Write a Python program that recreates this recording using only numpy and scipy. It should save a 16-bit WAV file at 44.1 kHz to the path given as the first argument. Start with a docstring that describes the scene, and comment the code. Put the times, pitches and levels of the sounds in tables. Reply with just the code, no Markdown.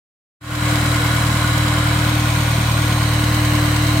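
"""A four-cylinder petrol engine idles under an open bonnet, heard from a phone just above it.
Firings throb and thud in the block; valves and injectors tick in a pattern two crank turns long.
Chain and rockers rattle, belts rush, covers ring. Behind: two fan hums, a pulley note, a thin whine.
The sound fades in; the clatter changes colour as the phone drifts."""
import sys
import numpy as np
from scipy import signal
from scipy.fft import rfft, irfft
from scipy.io import wavfile
from scipy.ndimage import uniform_filter1d

SR = 44100
rng = np.random.default_rng(int(sys.argv[2]) if len(sys.argv) > 2 else 0)


def unload_wav(signal):
    """Save mono or channel-first audio to the path in sys.argv[1] as 16-bit WAV at rate SR, clipped to [-1, 1]."""
    wavfile.write(
        sys.argv[1],
        SR,
        np.round(np.clip(np.atleast_2d(signal).T, -1, 1) * 32767).astype(np.int16),
    )


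N = 176400
T = np.arange(N) / SR
BINS_HZ = np.maximum(np.arange(N // 2 + 1) * SR / N, 1)

# whine (time [s], left gain [dB], right gain [dB])
WHINE_GAINS = [(.5, -56, -56), (1.85, -56, -57), (2.05, -55, -43), (2.5, -54, -45), (2.85, -57, -43),
               (3.2, -54, -49), (3.6, -53, -43), (4, -53, -49)]
# fans (time [s], first level [dB], second level [dB], first's left minus right [dB])
FAN_LEVELS = [(.5, -27, -39, 3), (1.2, -28.5, -38, 2), (2.1, -27.5, -41, 2.5), (2.4, -32, -40.5, 2),
              (2.68, -35.5, -40, 5), (2.95, -30, -43, 3.5), (3.25, -26.5, -46, 2.5), (3.55, -23.5, -48, 3),
              (4, -25.5, -42, 2.5)]
# engine bay spectrum (frequency [Hz], gain [dB])
BAY_SPECTRUM = [(200, -20), (440, -15.5), (490, -3.5), (560, -2), (700, -2.5), (900, -6.5), (1150, -2),
                (1300, -4.5), (1570, -5.5), (1680, -4.5), (2050, -3.5), (2900, -7.5), (3500, -7.5),
                (4200, -10), (5200, -13), (6600, -14), (8000, -12), (9000, -11.5), (9900, -20.5),
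                (11500, -17), (13000, -22), (14200, -19.5), (16000, -28)]
# covers, brackets, and at 535 Hz a pulley (frequency [Hz], width [Hz], level [dB], cycle swing [dB], swing
# phase [firings])
COVER_MODES = [(489, 15, -44.5, -0.5, 2.5), (535.3, 26, -42.5, 0, 2.9), (661.7, 10, -44.5, 3.5, 2),
               (1035, 40, -35.5, 1.5, 2.9), (1097, 49, -36.5, 0.3, 2.6), (1449, 54, -34.5, 2, 1.2),
               (1664, 25, -46, -1.5, 1.7), (2230, 29, -42, 4.5, 2.6), (2940, 23, -43.5, 0, 2),
               (3950, 72, -41.5, -4, 2), (6100, 40, -51, -5, 2), (8000, 90, -51, 2, 1.8),
               (8840, 290, -47.5, 0.5, 2)]
# running gear bass cut (frequency [Hz], gain [dB])
GEAR_LOW_CUT = [(40, -21), (430, -3), (480, 0)]
# tick spectra (frequency [Hz], gain [dB])
VALVE_SPECTRUM = [(400, -25), (1000, -8.5), (1800, -15.5), (3000, -0.5), (5000, -6.5), (8500, -10.5),
                  (11000, -11.5), (16000, -18)]
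INJECTOR_SPECTRUM = [(600, -40), (1800, -6.5), (3000, 2), (4300, 4), (6000, -21.5), (8500, 0), (10500, -11),
                     (16000, -4)]
# idle speed (time [s], rate [firings/s])
FIRING_RATE = [(0.4, 38.84), (0.95, 39.23), (1.35, 38.71), (1.7, 38.86), (2.2, 38.53), (2.55, 38.66),
               (2.9, 38.07), (3.55, 38.38), (4.0, 37.81)]
# cylinder weights in firing order (thud [dB], valve [dB], injector [dB])
CYLINDERS = [(4.5, -6.5, 1.5), (-12, -8.5, 2.5), (13, 2.5, -5), (11.5, -5.5, -5.5)]
# throb (multiple of firing rate [1], amplitude at 1 s [dB])
THROB_HARMONICS = [(1, -35), (2, -23.5), (3, -17.5), (4, -26.5), (5, -43.5), (6, -49), (8, -58.5)]
# block and cover modes (frequency [Hz], width [Hz], gain [dB])
BLOCK_MODES = [(148, 10, -10), (166, 9.3, 9), (184.5, 20, -3), (223, 28, -2), (316.5, 6.6, -7)]
# block rumble (frequency [Hz], gain [dB])
RUMBLE_SPECTRUM = [(30, -38), (60, -11), (90, 3), (130, -1.5), (150, 0), (190, 0.5), (235, -0.5), (265, -6),
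                   (310, -1.5), (335, -10.5), (385, -7.5), (420, -30), (700, -50)]
# stereo width (frequency [Hz], side minus mid [dB])
STEREO_WIDTH = [(30, -16), (150, -20.5), (300, -16), (500, -11.5), (750, -8), (1100, -5), (1450, -1),
                (2200, -3), (4000, -1), (16000, 0.5)]
# microphone balance (frequency [Hz], left minus right [dB])
MIC_BALANCE = [(60, -1), (110, 3.5), (200, -0.5), (380, -2), (700, 0), (1290, 2.5), (2380, -0.5),
               (4400, -4.5), (8120, 1.5), (15000, -1.5)]
# reflections off metal parts (frequency [Hz], gain [dB])
ECHO_SPECTRUM = [(900, -13), (2200, -7.5), (4000, -2.5)]
# phone drift, before band trims (time [s], middle [dB], upper middle [dB], treble [dB])
DRIFT_GAINS = [(.5, 2, -0.5, 0.5), (1.3, 1.5, -0.5, .5), (2, 1.5, 0, -1), (2.65, -0.7, 0, -1),
               (3.05, -0.27, 0.1, -1), (3.5, 1.5, -0.1, 0), (4, 0.1, 1, -0.5)]
# fade-in (time [s], gain [dB])
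FADE_IN = [(.4, -75), (.412, -25.5), (.44, -17), (.475, -12), (.53, -6), (.6, -3.5), (.68, 0.5)]

CYCLE_FIRINGS = len(CYLINDERS)


def undb(db):
    """Decibels to gain."""
    return 10 ** (np.asarray(db) / 20)


def level(x, db):
    """Scale to an rms level."""
    return x * undb(db) / np.sqrt(np.mean(x ** 2))


def curve(table, column=1):
    """One column of a time table, linearly interpolated."""
    rows = np.array(table, float)
    return np.interp(T, rows[:, 0], rows[:, column])


def bin_gains(points):
    """Gain per FFT bin from (frequency [Hz], gain [dB]) points."""
    hz, db = np.array(points, float).T
    return undb(np.interp(np.log(BINS_HZ), np.log(hz), db))


def colour(x, points):
    """Filter by a spectrum table."""
    return irfft(rfft(x) * bin_gains(points), N)


def resonate(x, hz, width_hz):
    """One band-pass resonance."""
    return irfft(rfft(x) / (1 + 1j * hz / width_hz * (BINS_HZ / hz - hz / BINS_HZ)), N)


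def walk(rate_hz):
    """Smooth random wander, rms 1."""
    hold = int(SR / rate_hz)
    steps = np.repeat(rng.standard_normal(N // hold + 1), hold)
    return level(uniform_filter1d(uniform_filter1d(steps, hold), hold)[:N], 0)


def noise(samples=N):
    """Two independent white noises."""
    return rng.standard_normal((2, samples))


def wavering_sine(hz, wander_rad, wander_hz):
    """Sine with a wandering phase."""
    return np.sin(2 * np.pi * hz * T + wander_rad * walk(wander_hz))


def spread(pair):
    """Stereo: alike in the bass, apart in the treble; each microphone favours other bands."""
    ratio = bin_gains(STEREO_WIDTH)
    mid, side = rfft(pair) / np.hypot(1, ratio)
    tilt = np.sqrt(bin_gains(MIC_BALANCE))
    return irfft(np.array([(mid + ratio * side) * tilt, (mid - ratio * side) / tilt]), N)


def drifting_phone(x, moves_s=(2.03, 3.02), move_length_s=.29, echo_decay_s=.0021):
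    """Crossfade the close reflections of three resting places; band gains drift."""
    t = T[:int(.008 * SR)]
    bright = colour(x, ECHO_SPECTRUM)
    position = sum(np.clip((T - at_s) / move_length_s + .5, 0, 1) for at_s in moves_s)
    for k in range(len(moves_s) + 1):
        echoes = noise(len(t)) * np.exp(-t / echo_decay_s) * (t > .0003)
        echoes *= undb(-2.5) / np.linalg.norm(echoes, axis=1, keepdims=True)
        weight = np.sqrt(np.clip(1 - abs(position - k), 0, 1))
        x = x + weight * signal.oaconvolve(bright, echoes, axes=1)[:, :N]
    low, to_middle, to_upper = (irfft(rfft(x) / (1 + (BINS_HZ / hz) ** 8), N) for hz in (850, 2600, 5500))
    middle = (to_middle - low) * undb(curve(DRIFT_GAINS, 1))
    upper = (to_upper - to_middle) * undb(curve(DRIFT_GAINS, 2) - 1)
    treble = (x - to_upper) * undb(curve(DRIFT_GAINS, 3) - 2)
    return low + middle + upper + treble


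def whine(hz=13964):
    """Thin, unsteady whine, probably electrical: a tone in a narrow noise band."""
    band = level(resonate(noise(), hz, width_hz=27), -8)
    tone = wavering_sine(hz, wander_rad=1.3, wander_hz=60)
    return (band + tone) * undb([curve(WHINE_GAINS, 1), curve(WHINE_GAINS, 2)])


def pulley(hz=954, level_db=-47):
    """Faint, wavering pulley note."""
    amplitude = np.sqrt(2) * undb(level_db + 5.6 * walk(5.1))
    return amplitude * wavering_sine(hz, wander_rad=.93, wander_hz=8)


def fans(first_hz=300.5, second_hz=279.9, second_pan_db=5.3):
    """Blade tones of two electric cooling fans."""
    first = undb(curve(FAN_LEVELS, 1) + walk(15)) * wavering_sine(first_hz, .24, 2.8)
    second = undb(curve(FAN_LEVELS, 2) + 1.1 * walk(11)) * wavering_sine(second_hz, .21, 2.54)
    sides = np.array([[.5], [-.5]])
    return np.sqrt(2) * (first * undb(sides * curve(FAN_LEVELS, 3)) + second * undb(sides * second_pan_db))


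def blows(firings, at_firing, scatter_db, jitter_s=.00008):
    """One impulse per engine cycle, slightly uneven in time and size."""
    due_firings = at_firing + CYCLE_FIRINGS * np.arange(44)
    timing, size = rng.standard_normal((len(due_firings), 2)).T
    times_s = np.interp(due_firings, firings, T, right=-1) + jitter_s * timing
    at = (times_s * SR).astype(int)
    inside = (at >= 0) & (at < N)
    return np.bincount(at[inside], undb(scatter_db * size[inside]), N)


def tick(firings, at_firing, decay_s, rise_s=.00066):
    """Metal contact with its own ring, the same on every cycle."""
    t = T[:int(.04 * SR)]
    ring = noise(len(t)) * np.exp(-t / decay_s) * (1 - np.exp(-t / rise_s))
    hits = blows(firings, at_firing, scatter_db=1.15)
    return signal.oaconvolve(hits[None], ring, axes=1)[:, :N]


def running_gear(firings, contacts=28, flare_db=1.5):
    """Chain and rockers rattle, belts and air rush, covers ring with them."""
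    at_firings = (np.arange(contacts) + rng.random(contacts)) * CYCLE_FIRINGS / contacts
    rattle = sum(tick(firings, at, decay_s=.0028) for at in at_firings)
    rush = level(colour(noise(), BAY_SPECTRUM), -26)
    gear = level(colour(rattle, BAY_SPECTRUM), -30.5) + rush
    for hz, width_hz, db, swing_db, at_firing in COVER_MODES:
        swing = undb(swing_db * np.cos(2 * np.pi * (firings - at_firing) / CYCLE_FIRINGS))
        drive = (level(rattle, -4.5) + noise()) * swing * undb(flare_db * walk(24.98))
        gear += level(resonate(drive, hz, width_hz), db)
    return colour(gear, GEAR_LOW_CUT)


def valves(firings, offset_firings=.38):
    """Each cylinder's valves seat once per cycle."""
    ticks = sum(undb(db) * tick(firings, k + offset_firings, decay_s=.0083)
                for k, (_, db, _) in enumerate(CYLINDERS))
    return level(colour(ticks, VALVE_SPECTRUM), -36.5)


def injectors(firings, offset_firings=.65):
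    """Each cylinder's injector clicks once per cycle."""
    ticks = sum(undb(db) * tick(firings, k + offset_firings, decay_s=.0067)
                for k, (_, _, db) in enumerate(CYLINDERS))
    return level(colour(ticks, INJECTOR_SPECTRUM), -37)


def combustion(firings, lead_firings=.66, rise_db_per_s=.5):
    """Even throb, thuds of four unequal cylinders in the block, rumble swelling with each firing."""
    phase_rad = 2 * np.pi * (firings + lead_firings)
    throb = sum(undb(db) * np.cos(k * phase_rad) for k, db in THROB_HARMONICS)
    throb *= undb(rise_db_per_s * (T - 1))
    thuds = sum(undb(db) * blows(firings, k - lead_firings, scatter_db=3)
                for k, (db, _, _) in enumerate(CYLINDERS))
    block = sum(undb(db) * resonate(thuds, hz, width_hz) for hz, width_hz, db in BLOCK_MODES)
    swell = 1 + .28 * np.cos(phase_rad)
    rumble = spread(colour(noise() * swell, RUMBLE_SPECTRUM))
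    return throb + level(block, -35.5) + level(rumble, -31.5)


def scene(start_firings=-3.01, lope_firings=.004):
    """Clatter and combustion follow the crank; fans, pulley and whine run free."""
    firings = start_firings + np.cumsum(curve(FIRING_RATE)) / SR
    firings += lope_firings * np.sin(2 * np.pi * firings / CYCLE_FIRINGS)  # uneven crank speed
    clatter = drifting_phone(spread(valves(firings) + injectors(firings) + running_gear(firings)))
    return combustion(firings) + clatter + fans() + whine() + pulley()


def record(dry):
    """Silence, quick fade-in, steep low-pass."""
    cutoff_hz = 15900
    fade = undb(curve(FADE_IN)) * (T > FADE_IN[0][0])
    low_pass = signal.ellip(10, .2, 80, cutoff_hz, fs=SR, output="sos")
    return signal.sosfilt(low_pass, dry * fade)


dry = scene()
out = record(dry)
unload_wav(out)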